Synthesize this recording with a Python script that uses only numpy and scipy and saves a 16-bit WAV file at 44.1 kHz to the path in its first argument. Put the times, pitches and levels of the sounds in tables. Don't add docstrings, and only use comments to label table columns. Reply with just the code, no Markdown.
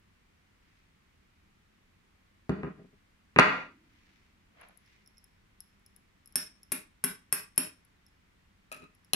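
import sys
import numpy as np
from scipy import signal
from scipy.fft import rfft, irfft
from scipy.io import wavfile
from scipy.ndimage import uniform_filter1d, minimum_filter1d

SR = 44100
rng = np.random.default_rng(int(sys.argv[2]) if len(sys.argv) > 2 else 0)


def linear_from_db(decibels):
    return 10 ** (np.asarray(decibels, float) / 20)


def to_wav(s):
    ch = np.atleast_2d(s).T
    pcm = np.round(np.clip(ch, -1, 1) * 32767)
    wavfile.write(sys.argv[1], SR, pcm.astype(np.int16))


N = 403515

# frequency in Hz, level in dB per Hz.
AIR = [(12, -43.5), (20, -5.5), (93, -5), (127, -12.5), (199, -7), (229, -13), (339, -16.5), (577, -23.5),
       (1040, -20.5), (1580, -21), (2030, -19.5), (4100, -29.5), (14900, -43), (16200, -52)]
# frequency in Hz, likeness 0-1.
AIR_ALIKE = [(60, .97), (300, .8), (1500, 0.02), (6000, 0)]
# frequency in Hz, t60 in seconds, level in dB.
ROOM = [(100, 0.57, -32), (300, 0.51, -24), (1200, 0.53, -22), (2950, 0.55, -22), (7000, 0.57, -30.5),
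        (11300, 0.28, -27.5), (13000, 0.15, -28), (14500, 0.14, -40)]
# frequency in Hz, gain in dB.
PHONE = [(30, -18.5), (70, -10), (140, -1), (12500, -0.5), (14500, -10), (16500, -25.5)]
# frequency in Hz, level in dB per Hz.
LINGER = [(60, -90), (200, -3), (270, 0), (340, -3), (480, -40), (2000, -120)]

# start in seconds, hold in seconds, level in dB.
RUSTLE = [
    (4.62, 0.02, -59.5),
    (4.7, 0.01, -69.5),
]
# frequency in Hz, level in dB per Hz.
RUSTLE_COLOUR = [(180, -33.5), (300, -15), (697, -0.5), (920, -12.5), (969, -6.5), (2340, -8), (7000, -35),
                 (9100, -76), (15400, -120)]
# start in seconds, hold in seconds, level in dB.
SWISH = [
    (.68, .12, -79),
    (3.95, .24, -74.5),
    (4.89, .05, -72),
]
# frequency in Hz, level in dB per Hz.
SWISH_COLOUR = [(800, -27), (1500, -8), (2100, 0.5), (3000, -8), (6000, -14.5), (9000, -32)]

# start in seconds, high mode in dB, low mode re high in dB.
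TINKLES = [(4.6125, -53, -25), (4.6862, -55, -27), (4.774, -50, -25), (4.8614, -70, 2.5),
           (5.0614, -63, 3.5), (5.0749, -51, -6), (5.1714, -70, 10), (5.1812, -57, 2.5), (5.242, -50, -11),
           (5.6047, -41, -8), (5.796, -72, -20), (5.8626, -49, -10), (5.963, -49.5, -14), (6.2587, -50, -9),
           (6.2747, -51.5, -13), (6.324, -54.5, -9.5), (6.6316, -49, -5), (7.5605, -53.5, -16),
           (7.8497, -56.5, -20), (8.0647, -57, -3), (8.0844, -68, -10), (8.7454, -48, -15),
           (8.774, -54, -9.5), (8.9498, -59, -13), (9.0468, -58, -7)]
# frequency in Hz, width in Hz, level in dB.
ROD_LOW = [(5320, 47, -4), (5730, 260, -3), (5216, 67, -7.5)]
# frequency in Hz, width in Hz, level in dB.
ROD_HIGH = [(11155, 120, 0), (10670, 210, -7.5), (11700, 280, -15.5)]

# start in seconds, shaft in dB, board re shaft in dB, steel end re shaft in dB.
ROD_DROPS = [
    (8.7167, -25.5, -30, -33),
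    (8.7244, -28.5, -39, -16.5),
    (8.745, -32.5, -20, -34),
    (8.764, -34, -17, -26),
    (8.798, -37, -10.5, -42),
    (8.822, -37.5, -5, -45),
    (8.84, -34, -15, -50),
    (9.1339, -20, -14.5, -1.1),
]
# frequency in Hz, width in Hz, level in dB.
SHAFT = [(612, 33, -5.5), (1260, 40, -2.5), (2536, 76, 2), (3080, 46, -24), (3960, 83, -11)]
# frequency in Hz, width in Hz, level in dB.
TIP = [(4230, 200, 2.5), (2902, 120, -4), (5500, 300, 3)]

# start in seconds, push in dB,
# hard edge re push in dB, flat slap re edge in dB.
KNOCKS = [(2.4935, -24, -7.5, -9), (2.519, -33, -8, -15), (2.632, -34, 0.6, -26),
          (2.645, -35.5, -6.5, -26.5), (2.657, -43, -11, -28), (2.672, -39.5, -13, -18),
          (2.781, -53, -18, -31.5), (2.795, -47.5, -19.5, -20), (2.812, -50, -16, -36),
          (2.845, -48, -10.5, -30), (2.93, -52.5, -19.5, -33), (3.3612, -27.5, 5.5, -34),
          (3.3870, -18, 13, -15), (3.3948, -26.5, 7, 1.8)]
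# frequency in Hz, width in Hz, level in dB.
BOARD = [(110, 60, -5.5), (170.14, 50, 5), (199, 15, -1.5), (274, 66, 1.5), (351, 30, -5), (407, 24, -3),
         (530, 50, -12), (620, 45, -6), (767, 130, -11.5)]
# frequency in Hz, width in Hz, level in dB.
LEGS = [(66.6, 14, 2)]
# frequency in Hz, width in Hz, level in dB.
EDGE = [(616, 63, -5.5), (727, 130, -5), (987, 130, 0), (1036, 71, -0.5), (1229, 91, 2.5), (1291, 140, 3),
        (1470, 120, -3), (1624, 75, -3.5), (1910, 110, 1.5), (2140, 150, -2.5), (2456, 170, 0.6),
        (2890, 130, -7.5), (3000, 750, -8.5), (4050, 700, -12)]
# frequency in Hz, width in Hz, level in dB.
SLAP = [(1110, 1100, -2)]

# start in seconds, blow in dB, spot along the claw 0-1, rebound delay in ms,
# rebound re blow in dB.
STRIKES = [
    (6.3566, -14, 0.35, 0, 0),
    (6.7196, -17.5, .157, 3.5, -5),
    (7.0399, -16, 0.46, 4.5, -4.5),
    (7.3256, -17, 0.52, 2, -2.5),
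    (7.578, -13.5, 0.83, 3.5, -19),
]
# frequency in Hz, level in dB per Hz.
CRACK = [(300, -31.5), (750, -23), (1300, -9.5), (2600, -6.5), (3400, -13.5), (4250, -17), (5500, -13.5),
         (7000, -12), (11000, -0.5), (13500, -10.5), (16000, -20.5)]
# frequency in Hz, width in Hz, level in dB.
THUMP = [(172, 40, 0.4), (256, 16, -9), (322, 36, -5), (402, 26, -8.5)]
# frequency in Hz, width in Hz, level in dB.
ANSWER = [(621.2, 55, -2.5), (1144, 120, -0.5), (1560, 220, 4.5), (2492, 180, 1), (5520, 9.04, -2.5)]
# half waves along the claw, level at a crest in dB.
ANSWER_SHAPE = [(1.127, -26), (1.764, -18.5), (1.973, -20), (2.254, -17.5), (3.169, -22)]
CLAW_HZ = [1394, 3800, 4484, 5505, 8021, 8990, 11200, 12860]
# width in Hz, level when struck in dB, level when dropped in dB.
CLAW = [(6, -29.5, 9.5), (3.6, -26, -20), (11, -27.5, -5.5), (5.9, -21, -28), (7.9, -21.5, -25.5),
        (22, 5.5, -9.5), (17, 0.5, -20.5), (13, -2, -44)]
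CLAW_WAVES = [.1, .1, .1, 3.19, .1, .1, 4.07, 1.7]

# frequency in Hz, left minus right in dB.
CLAW_SIDE = [(1400, -1), (5500, -5.5), (9000, -8.5), (11200, 8), (12900, 9)]
# frequency in Hz, left minus right in dB.
STRIKE_SIDE = [(100, -3), (400, 5.5), (700, 10.5), (1300, 3.5), (2400, 0.5), (5400, -4.5), (8000, 5),
               (11000, 9), (15000, 17)]
# frequency in Hz, left minus right in dB.
KNOCK_SIDE = [(60, 0), (110, 1.5), (200, -2.5), (380, 5.5), (700, 6.5), (1290, -2.5), (2380, -0.5),
              (4400, -3.0), (8120, -6.5), (15000, -2)]

SPOT_DB = 1.2


def along(table, hz, column=1):
    rows = np.array(table, float)
    return np.interp(np.log(np.maximum(hz, 1)), np.log(np.maximum(rows[:, 0], 1)), rows[:, column])


def colour(x, table):
    y = irfft(rfft(x) * linear_from_db(along(table, np.fft.rfftfreq(len(x), 1 / SR))), len(x))
    return y / np.sqrt(np.mean(y ** 2))


def pair(count, alike):
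    mid, side = rfft(rng.standard_normal((2, count)))
    share = np.clip(along(alike, np.fft.rfftfreq(count, 1 / SR)), 0, 1)
    return np.sqrt(1 + share) * mid + np.array([[1], [-1]]) * np.sqrt(1 - share) * side


def ring(s, db, modes, spread_db):
    out = np.zeros(N)
    at = (np.asarray(s) * SR).astype(int)
    start, stop = at.min(), min(at.max() + SR, N)
    chance = rng.standard_normal((len(at), len(modes)))
    db = np.broadcast_to(db, (len(modes), len(at)))
    for k, (hz, width, mode_db) in enumerate(modes):
        blows = np.zeros(stop - start)
        blows[at - start] = (-1) ** k * linear_from_db(db[k] + mode_db + spread_db * chance[:, k])
        r = np.exp(-np.pi * max(width, 1) / SR)
        w = 2 * np.pi * hz / SR
        out[start:stop] += signal.lfilter([0, np.sin(w)], [1, -2 * r * np.cos(w), r * r], blows)
    return out


def crack(s, db, table, decay_s):
    blows = np.zeros(N)
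    blows[(np.asarray(s) * SR).astype(int)] = linear_from_db(db)
    swell = signal.lfilter([1], [1, -np.exp(-1 / (decay_s * SR))], blows)
    return swell * colour(rng.standard_normal(N), table)


def crest(spot, waves):
    return 20 * np.log10(abs(np.cos(np.pi * spot * np.reshape(waves, (-1, 1)))) + .15)


def causal(db):
    quefrency = irfft(db * np.log(10) / 20, N)
    fold = (1 + np.sign(N / 2 - np.arange(N))) * np.r_[.5, np.ones(N - 1)]
    return np.exp(rfft(quefrency * fold))


def air():
    left, right = (colour(irfft(c, N), AIR) for c in pair(N, AIR_ALIKE))
    return linear_from_db(-68 - 0.3) * np.array([np.roll(left, shift=26), right])


def room(x):
    t = np.arange(SR) / SR
    noise = pair(SR, [(100, 1.0), (400, 0.5), (1500, .1), (8000, .02)])
    hz = np.fft.rfftfreq(SR, 1 / SR)
    echoes = 0
    for centre in 60 * 2 ** np.arange(0, 8.5, .5):
        band = np.maximum(1 - 2 * abs(np.log2(np.maximum(hz, 1) / centre)), 0)
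        fade_db = along(ROOM, centre, column=2) - 60 * t / along(ROOM, centre)
        echoes = echoes + irfft(noise * band) * linear_from_db(fade_db)
    echoes = echoes * np.clip((t - .003) / 0.0021, 0, 1)
    return signal.fftconvolve(x[None], echoes)[:, :N]


def under_table():
    s, push, edge, _ = np.transpose(KNOCKS)
    return crack(s, push + edge - 56, LINGER, decay_s=.3)


def cloth(moves, rise_db_s, fall_db_s, table):
    t = np.arange(N) / SR
    noise = rng.standard_normal((2, N))
    grain = noise * linear_from_db(2.2 * np.repeat(rng.standard_normal(N // 200 + 1), 200)[:N])
    swell = 0
    for s, hold, db in moves:
        rise = rise_db_s * np.maximum(s - t, 0)
        fall = fall_db_s * np.maximum(t - s - hold, 0)
        swell = swell + linear_from_db(db + 2.0 - rise - fall)
    return np.array([colour(g, table) for g in grain]) * swell


def sleeve():
    rustle = cloth(RUSTLE, 218, 245, RUSTLE_COLOUR)
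    return rustle + cloth(SWISH, 90, 78, SWISH_COLOUR)


def cap():
    s, db, low = np.transpose(TINKLES)
    high = ring(s, db - 3.5, ROD_HIGH, 1.4)
    deep = ring(s, db + low, ROD_LOW, 1.5)
    high = high + crack(s, db - 15, [(3500, -28.5), (6000, 1.0), (10500, 8), (15000, -14.5)], 0.00071)
    sides = np.array([[.5], [-.5]])
    return high * linear_from_db(14.5 * sides) + deep * linear_from_db(-7 * sides)


def rod_on_table():
    s, db, board, steel_db = np.transpose(ROD_DROPS)
    wood = ring(s, db + board - 4.0, BOARD, SPOT_DB) + ring(s, db - 14.5, SHAFT, SPOT_DB)
    tip_db = np.maximum(5 + 5.6 * steel_db, -37)
    steel = ring(s, db + steel_db + 3.5, ROD_HIGH, SPOT_DB) + ring(s, db + tip_db, TIP, SPOT_DB)
    hiss_colour = [(1500, 5), (5000, -1.0), (10000, 3.0), (15000, -7.0)]
    return wood + steel + crack(s, db - 5 + 0.42 * steel_db, hiss_colour, .004)


def claw(s, db, column):
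    modes = [(hz, mode[0], mode[column]) for hz, mode in zip(CLAW_HZ, CLAW)]
    return ring(s, db, modes, SPOT_DB)


def claw_on_table():
    s, push, edge, slap = np.transpose(KNOCKS)
    snap = push + edge + slap
    dull = .55 * np.clip(push + edge + 22, -20, 0)
    tilt = np.outer(np.log2(np.transpose(EDGE)[0] / 1200), dull)
    clack = ring(s, push + edge - 1 + tilt, EDGE, SPOT_DB) + ring(s, snap + 13, SLAP, SPOT_DB)
    snap_colour = [(1500, -0.5), (4000, 1.5), (8000, -14.0), (11500, -19.0), (12500, -46.5)]
    clack = clack + crack(s, snap - 3, snap_colour, .003)
    boom = ring(s, push + 1.2, BOARD, SPOT_DB)
    shake = ring(s, np.minimum(12 + 1.6 * push, -24), LEGS, SPOT_DB)
    return boom + shake + clack, claw(s, -25 + .9 * snap, column=2)


def rod_on_claw():
    first, blow, spot, late_ms, again = np.transpose(STRIKES)
    real = np.ravel([late_ms >= 0, late_ms > 1], order="F")
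    both = [first, first + late_ms / 1000], [blow, blow + again], [spot, spot], [late_ms, late_ms]
    s, db, where, dwell_ms = (np.ravel(v, order="F")[real] for v in both)
    rod = ring(s, db - 11 + crest(where, 3.17), ROD_LOW, SPOT_DB)
    rod = rod + ring(s, db + 2 + crest(where, 3.93), ROD_HIGH, SPOT_DB)
    foot = 0
    for (waves, top_db), mode in zip(ANSWER_SHAPE, ANSWER):
        foot = foot + ring(first, blow + top_db + crest(spot, waves), [mode], 0)
    thump = ring(s, db - 27 + 1.8 * dwell_ms, THUMP, SPOT_DB)
    contact = crack(s, db - 12, CRACK, 0.0044)
    return rod + foot + thump + contact, claw(s, db - 21 + crest(where, CLAW_WAVES), column=1)


def ports(x, side, lag_s):
    hz = np.fft.rfftfreq(N, 1 / SR)
    half = causal(along(side, hz) / 2) * np.exp(-1j * np.pi * hz * lag_s)
    return irfft(rfft(x) * np.array([half, 1 / half]), N)


def suppress(x, knee_db, slope, most_db):
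    loud = -minimum_filter1d(-uniform_filter1d(np.mean(x ** 2, axis=0), size=400), size=400)
    under = np.clip(slope * (10 * np.log10(np.abs(loud) + 1e-14) - knee_db), most_db, 0)
    return x * linear_from_db(uniform_filter1d(under, size=300))


def duck(x, bright, loud, knee_db, most_db):
    less = []
    for v in (bright, loud):
        level = 10 * np.log10(np.abs(uniform_filter1d(v ** 2, size=900)) + 1e-14)
        less.append(linear_from_db(np.clip(knee_db - level, most_db, 0)) - 1)
    rumble = signal.sosfiltfilt(signal.butter(2, 80, fs=SR, output="sos"), x)
    top = signal.sosfiltfilt(signal.butter(8, 13200, "high", fs=SR, output="sos"), x)
    return x + rumble * less[0] + top * less[1]


def scene():
    knocks, dropped = claw_on_table()
    strikes, struck = rod_on_claw()
    drops, ticks = rod_on_table(), cap()
    near = ports(knocks, KNOCK_SIDE, -.0002) + ports(strikes, STRIKE_SIDE, 0)
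    near = near + ports(drops, STRIKE_SIDE, -.0003) + ports(struck + dropped, CLAW_SIDE, -0.000084)
    dull_knocks = signal.sosfilt(signal.ellip(6, 1, 60, 11800, fs=SR, output="sos"), knocks)
    to_walls = linear_from_db(-12.5) * dull_knocks + linear_from_db(-9) * strikes + linear_from_db(-9.5) * (drops + struck + dropped)
    far = room(to_walls)
    phone = causal(along(PHONE, np.fft.rfftfreq(N, 1 / SR)))
    heard = suppress(irfft(rfft(near + far) * phone, N), -42.5, 0.91, -33)
    boom_band = signal.butter(2, [170, 380], "band", fs=SR, output="sos")
    heard = heard + linear_from_db(-20.5) * signal.sosfilt(boom_band, far)
    tinkle = ticks + linear_from_db(-16) * room(ticks.mean(axis=0))
    return heard + under_table() + tinkle + sleeve() + duck(air(), struck, heard[0], -63, -22.5)


def top_cut(x):
    return signal.sosfilt(signal.butter(12, 16310, fs=SR, output="sos"), x)


def record(dry):
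    mix = np.tanh(0.89 * dry) / 0.73
    return top_cut(mix)


dry = scene()
out = record(dry)
to_wav(out)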